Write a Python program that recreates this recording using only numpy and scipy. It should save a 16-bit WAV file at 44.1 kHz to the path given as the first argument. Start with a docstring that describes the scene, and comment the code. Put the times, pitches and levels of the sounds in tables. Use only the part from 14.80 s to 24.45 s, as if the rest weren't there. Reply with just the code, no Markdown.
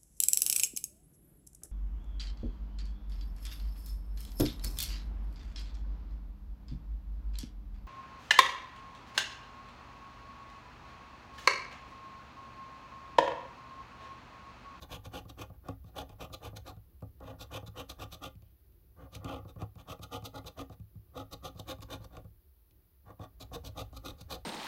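"""Quick, dry rasps: a plastic disc scrapes back and forth over the coating of a paper card.
Grit under its edge rings the disc and shakes the hollow table top below, and the coating hisses as
it tears off. The edge knocks down where the hand turns, and the strokes come in runs with short pauses.
Behind it all are a small quiet room, a faint low tremor of the table and microphone hiss."""
import sys
import numpy as np
from scipy import signal
from scipy.fft import rfft, irfft
from scipy.io import wavfile
from scipy.ndimage import uniform_filter1d

SR = 44100
rng = np.random.default_rng(int(sys.argv[2]) if len(sys.argv) > 2 else 0)


def to_wav(s):
    """Save 16-bit WAV."""
    ch = np.atleast_2d(s).T  # columns
    pcm = np.round(np.clip(ch, -1, 1) * 32767)  # PCM
    wavfile.write(sys.argv[1], SR, pcm.astype(np.int16))


N = 425565

# strokes of the disc: start t/s, length t/s, table level/dB, rasp level/dB
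STROKES = [(0.013, 0.03, -51, -56.5), (.099, 0.065, -44.5, -48), (0.242, 0.03, -52, -56),
           (0.327, 0.065, -45.5, -52.5), (0.485, 0.024, -53.5, -56.5), (0.577, 0.056, -46, -53),
           (0.715, 0.054, -70, -91), (0.848, 0.078, -54.5, -71), (1.05, 0.032, -75, -80),
           (1.079, 0.02, -64.5, -72), (1.159, 0.058, -42.5, -49.5), (1.275, 0.063, -60, -72.5),
           (1.397, .058, -44.5, -54), (1.523, 0.03, -51, -53), (1.623, 0.056, -43.5, -50.5),
           (1.757, 0.023, -51.5, -54), (1.862, 0.047, -45, -54), (2.423, 0.096, -49.5, -63.5),
           (2.596, 0.042, -49.5, -48.5), (2.714, .06, -43, -48), (2.862, 0.021, -54.5, -56),
           (2.96, 0.057, -45.5, -52), (3.088, 0.032, -51.5, -51), (3.189, 0.053, -45, -51.5),
           (3.314, 0.038, -49, -47.5), (3.42, 0.055, -43, -49), (3.61, 0.12, -87.5, -88),
           (4.184, 0.068, -51, -74), (4.323, .047, -53.5, -55.5), (4.437, 0.14, -43.5, -57.5),
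           (4.676, 0.035, -58, -64.5), (4.788, 0.048, -49, -64), (4.974, 0.048, -60.5, -67),
           (5.077, 0.053, -42.5, -51), (5.22, 0.027, -46, -46.5), (5.316, .057, -42, -49.5),
           (5.445, 0.027, -46.5, -47), (5.543, 0.047, -43.5, -56), (5.66, 0.026, -45, -46.5),
           (5.772, 0.048, -41, -52), (5.91, 0.034, -59, -67), (6.349, 0.068, -46, -58),
           (6.517, 0.027, -45.5, -49.5), (6.633, 0.051, -45.5, -50.5), (6.75, 0.036, -64, -69),
           (6.79, .013, -60, -50), (6.872, 0.051, -44, -48), (7.018, .016, -48, -50),
           (7.1, 0.055, -43, -48), (7.205, 0.038, -61.5, -70), (7.241, 0.012, -52.5, -54),
           (7.313, 0.072, -56.5, -69.5), (8.262, 0.053, -54.5, -81), (8.398, 0.053, -53, -66),
           (8.602, .033, -52.5, -50.5), (8.729, 0.034, -44, -48.5), (8.845, 0.039, -51, -47.5),
           (8.965, 0.057, -44.5, -50), (9.129, .035, -61, -64.5), (9.163, 0.015, -51, -50),
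           (9.242, 0.063, -44.5, -47.5), (9.375, .035, -68, -69), (9.408, 0.013, -58, -52),
           (9.497, 0.058, -45, -47)]
# the edge or hand meets the card: t/s, tick level/dB, thud level/dB, knock level/dB
KNOCKS = [(.262, -53, -40, -61), (0.452, -68, -42, -51), (.698, -73, -42, -53.5), (.885, -46.5, -34.5, -35),
          (1.042, -70, -42.5, -60), (1.293, -54.5, -47, -61), (1.499, -70, -45, -50),
          (1.728, -90, -43.5, -50), (1.966, -71.5, -43.5, -58), (2.207, -67, -77, -80),
          (2.222, -65, -35.5, -45), (2.403, -62.5, -55, -46.5), (2.826, -70, -42, -49.5),
          (2.879, -75, -40.5, -69), (3.553, -68, -45, -78), (3.621, -66, -53, -65), (3.922, -75, -62, -85),
          (4.351, -41, -41.5, -60), (4.391, -74, -42, -75), (4.445, -44.5, -35, -40.5),
          (4.649, -71, -41, -46.5), (4.759, -70, -39, -49), (4.818, -49.5, -32, -36),
          (4.955, -62, -43.5, -54.5), (5.192, -61, -42.5, -51.5), (5.423, -58, -40, -48.5),
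          (5.644, -61, -45, -46), (5.897, -61, -41.5, -45.5), (5.998, -71, -38.5, -69),
          (6.154, -78, -40, -67), (6.356, -70, -46, -42.5), (6.751, -72, -42, -55),
          (6.792, -66, -40, -41.5), (6.984, -68, -43, -53), (7.007, -57, -63, -64), (7.2, -80, -43.5, -54),
          (7.368, -51.5, -47, -41.5), (7.445, -71, -42, -58), (7.909, -66.5, -61, -83),
          (8.394, -68, -38.5, -47), (8.713, -78, -45, -49), (8.755, -58, -41, -41),
          (8.835, -69.5, -47, -48.5), (8.884, -68, -44, -50), (9.127, -62, -47.5, -51.5),
          (9.409, -66, -42, -55)]
# low modes of the table top (a mode is a note it rings at): f/Hz, width f/Hz, level/dB
TABLE_LOW_MODES = [(36.5, 23.7, -7.5), (65.9, 13.2, 1), (105, 9.3, 3), (168.7, 19, -2.5)]
# upper modes of the table top: f/Hz, width f/Hz, level/dB
TABLE_HIGH_MODES = [(269.1, 10.6, 5), (347, 62, -5.5), (472.6, 18, 0.5), (524, 20.4, 2), (623, 43, -3),
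                    (750, 48.7, -3.5), (829.7, 26.3, -2), (1133, 176, -3), (1209, 96, -0.5),
                    (1419, 48, -10.5), (1890, 160, -21), (2080, 29, -21.5)]
# modes of the disc held in the fingers: f/Hz, width f/Hz, level/dB
DISC_MODES = [(2455, 173, 4), (2724, 73, 2.5), (2998, 190, -1), (3426, 160, 1.5), (3656, 220, 1),
              (4170, 350, -2), (4770, 890, -7)]
# tone colour of the coating tearing off: f/Hz, relative level/dB
TEAR_SPECTRUM = [(2940, -69), (5000, 4.5), (6050, 5), (7380, 0), (9550, -7), (10200, -2.5), (13200, 1),
                 (14700, -6.5), (16000, -5)]
# tone colour of the room and microphone noise: f/Hz, relative level/dB
FLOOR_SPECTRUM = [(120, -30), (200, -18), (340, 6), (558, -4), (1940, -9), (2090, -11), (4600, -10.5),
                  (8120, -23), (10500, -5.5), (12500, -0.5), (16000, 1)]
# the weight of the arm rocking the table: t/s, level/dB
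ARM_SWAY = [(0, -54.5), (3.4, -56), (3.7, -60.5), (4.2, -60.5), (6, -59.5), (7.4, -52.5), (7.6, -63.5),
            (8.3, -66), (8.7, -50)]
# centre of the rasp, set by how the disc leans: t/s, on a drag f/Hz, on a return flick f/Hz
RASP_CENTRES = [(0, 3050, 3770), (3.5, 3160, 3860), (4.5, 3030, 3820), (5.8, 3400, 3870), (7.1, 3760, 4180),
                (8.3, 3480, 3900), (9.6, 4000, 4330)]

FLOOR_DB, TREMOR_DB = -70, -73.5
ROOM_FADE_S, ROOM_DB = 0.17, -14.5   # the echo takes this long to fall by 60 dB
GRIT_PER_S, GRIT_SPREAD_DB, CATCH_DB = 5000, 0.4, 2.63
FLICK_S = 0.0475   # shorter strokes are return flicks, longer ones are drags
DRAG_BITE, FLICK_BITE = 0.68, 0.64   # moment of hardest bite, as a share of the stroke
RASP_WIDTH_HZ, GRIP_DB, HAND_ECHO_S = 850, 1.5, 0.00049
TEAR_DB, TEAR_LOSS_DB_PER_S = -1.85, 45.5   # hiss against the rasp; long strokes tear more softly
SHAKE_DB = 1.5   # deep shake of the table against the push on it
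REST_DB, REST_RASP_DB, REST_S = -24.5, -10.5, 0.23   # light rubbing between strokes


def amp(db):
    """Turn decibels into a factor to multiply by."""
    return 10 ** (np.asarray(db) / 20)


def rms_one(x):
    """Scale a signal so its average strength (rms) is 1."""
    return x / np.sqrt(np.mean(x ** 2) + 1e-20)


def cut(x, order, hz, kind):
    """Keep the "low", "high" or "band" part of a sound; a higher order cuts more sharply."""
    return signal.sosfilt(signal.butter(order, hz, kind, fs=SR, output="sos"), x)


def soften(x, hz):
    """Take away the treble, as a soft contact does to a blow."""
    return cut(x + 1e-18, 2, hz, "low")


def drift(rate_hz):
    """A smooth random wobble of about size 1."""
    r = np.exp(-2 * np.pi * rate_hz / SR)
    return rms_one(signal.lfilter([1], [1, -2 * r, r * r], rng.standard_normal(N + SR))[SR:])


def coloured(x, spectrum):
    """Give noise a tone colour, at strength 1."""
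    hz, db = np.transpose(spectrum)
    gain = amp(np.interp(np.log(np.fft.rfftfreq(N, 1 / SR) + 1), np.log(hz), db))
    return rms_one(irfft(rfft(x) * gain, N))


def swell(phase, top, rise, fall, flatness, onset=0):
    """A hump of loudness around top, pointed or flat; onset steepens its rise."""
    early = phase < top
    distance = np.abs((phase - top) / np.where(early, rise, fall))
    return np.exp(-distance ** (flatness + onset * early))


def resonate(x, hz, width_hz):
    """Ring one mode; the narrower it is, the longer it rings."""
    r = np.exp(-np.pi * width_hz / SR)
    feedback = [1, -2 * r * np.cos(2 * np.pi * hz / SR), r * r]
    return signal.lfilter(np.array([1, 0, -1]) * (1 - r * r) / 2, feedback, x + 1e-18)


def body(x, modes, wander_db=0):
    """Ring all modes of an object; with wander_db, a moving contact feeds them unevenly."""
    pulse = np.eye(1, SR // 8)[0]
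    ringing = pulse_ring = 0
    for k, (hz, width, db) in enumerate(modes):
        gain = (-1) ** k * amp(db)
        feed = amp(wander_db * drift(1.41)) if wander_db else 1
        ringing += gain * resonate(x * feed, hz, width)
        pulse_ring += gain * resonate(pulse, hz, width)
    return ringing / np.sqrt(np.sum(pulse_ring ** 2))   # white noise keeps its strength


def background():
    """Steady hiss, a wavering tremor of the table and its low rocking under the arm."""
    wavering = rng.standard_normal(N) * amp(6 * np.tanh(drift(7.2)))
    tremor = soften(body(wavering, TABLE_LOW_MODES + TABLE_HIGH_MODES[1:2]), hz=500)
    sway_db = np.interp(np.arange(N) / SR, *np.transpose(ARM_SWAY))
    sway = amp(sway_db) * body(rng.standard_normal(N), TABLE_LOW_MODES[:2])
    hiss = coloured(rng.standard_normal(N), FLOOR_SPECTRUM)
    return amp(FLOOR_DB) * hiss + amp(TREMOR_DB) * tremor + sway


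def room(x):
    """Many small echoes die away, duller than the direct sound."""
    age = np.arange(SR // 2) / SR
    tail = rng.standard_normal(len(age)) * amp(-60 * age / ROOM_FADE_S) * (age > .004)
    dull = signal.lfilter([.6], [1, -.4], tail)
    return signal.fftconvolve(x, dull / np.sqrt(np.sum(dull ** 2)))[:N]


def knocks():
    """Each landing thuds in the table's low modes, rattles its upper ones and ticks on disc and card."""
    thud, knock, tick = np.zeros((3, N))
    age = np.arange(1300) / SR
    for start, tick_db, thud_db, knock_db in KNOCKS:
        at = round(start * SR)
        span = slice(at, at + len(age))
        rattle = rng.standard_normal(len(age))
        thud[at] = amp(thud_db)
        knock[at:at + 4] += 3 * amp(knock_db)   # the first contact is the hardest
        knock[span] += amp(knock_db) * rattle * np.exp(-age / .011)
        tick[span] += amp(tick_db) * rattle * np.exp(-age / .0025)
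    soft_push = soften(np.eye(1, SR // 4)[0], hz=376)
    bump = body(cut(soft_push, 2, 70, "high"), TABLE_LOW_MODES)   # too brief for the deepest modes
    thuds = signal.fftconvolve(thud, bump / np.abs(bump).max())[:N]
    rattles = body(soften(knock, hz=944), TABLE_HIGH_MODES)
    ticks = body(tick, DISC_MODES) + cut(tick, 1, [4500, 9000], "band")
    return thuds + rattles + ticks


def grit():
    """Tiny slips of uneven size; the edge catches and lets go, so they come in clumps."""
    slips = (rng.random(N) < GRIT_PER_S / SR) * rng.choice([-1, 1], N)
    sizes = amp(GRIT_SPREAD_DB * np.minimum(rng.exponential(1, N), 4) + CATCH_DB * drift(53))
    return rms_one(slips * sizes)


def hand_echo(hiss, bend):
    """The hand close by reflects the hiss and colours it; the delay changes with the grip."""
    delay = round(SR * HAND_ECHO_S * amp(.4 * bend))
    return hiss + 0.32 * np.roll(hiss, delay)


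def disc_rasp(slips, centre_hz, grip, bend):
    """The lean of the disc picks which modes ring; the fingers shift their pitch and level."""
    leaning = resonate(slips, centre_hz, RASP_WIDTH_HZ) + 0.024 * slips
    held = [(hz * (1 + bend / 60), width, db + GRIP_DB * finger)
            for (hz, width, db), finger in zip(DISC_MODES, grip)]
    return body(leaning, held) / np.sqrt(RASP_WIDTH_HZ / 3000)


def scraping():
    """Each stroke swells and fades with the hand's speed; table, disc and coating share the same grit."""
    slips, t = grit(), np.arange(N) / SR
    lean_s, drag_hz, flick_hz = np.transpose(RASP_CENTRES)
    flakes = coloured(slips, TEAR_SPECTRUM)
    push, rasp, hiss = np.zeros((3, N))
    for start, length, table_db, rasp_db in STROKES:
        *grip, bend = rng.standard_normal(len(DISC_MODES) + 1)   # a new hold for each stroke
        bite, lean_hz = (FLICK_BITE, flick_hz) if length < FLICK_S else (DRAG_BITE, drag_hz)
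        centre_hz = np.interp(start, lean_s, lean_hz)
        span = slice(max(round((start - length) * SR), 0), round((start + 2 * length + .02) * SR))
        phase = (t[span] - start) / length
        flatness = 1.64 + 18 * length   # short flicks catch once, long drags hold their level
        # the table feels even a slow edge, so its hump is wider
        push[span] += amp(table_db) * swell(phase, top=.48, rise=.55, fall=.67, flatness=flatness)
        cutting = swell(phase, top=bite, rise=.56, fall=.35, flatness=flatness, onset=.5)
        rasp[span] += amp(rasp_db) * disc_rasp(slips[span] * cutting, centre_hz, grip, bend)
        tear_db = rasp_db + TEAR_DB - TEAR_LOSS_DB_PER_S * length
        hiss[span] += amp(tear_db) * cutting ** 0.85 * hand_echo(flakes[span], bend)
    jolts = rng.standard_normal(N) * np.sqrt(push * push.mean())
    shake = amp(SHAKE_DB) * body(jolts, TABLE_LOW_MODES)
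    rubbing = amp(REST_DB) * uniform_filter1d(push, round(REST_S * SR))
    rasp += amp(REST_RASP_DB) * body(slips * rubbing, DISC_MODES)
    table = body(slips * (push + rubbing), TABLE_HIGH_MODES, wander_db=1.8)
    return table + rasp + hiss + shake


def scene():
    """Scraping and knocks with their room echo, over the background, in one channel."""
    near = scraping() + knocks()
    return (near + amp(ROOM_DB) * room(near) + background())[None]


def record(dry):
    """The microphone loses the deepest bass, and the highest treble is cut off."""
    treble_cut = signal.ellip(12, .5, 60, 15790, fs=SR, output="sos")
    return signal.sosfilt(treble_cut, cut(dry, 2, 30, "high"))


dry = scene()
out = record(dry)
to_wav(out)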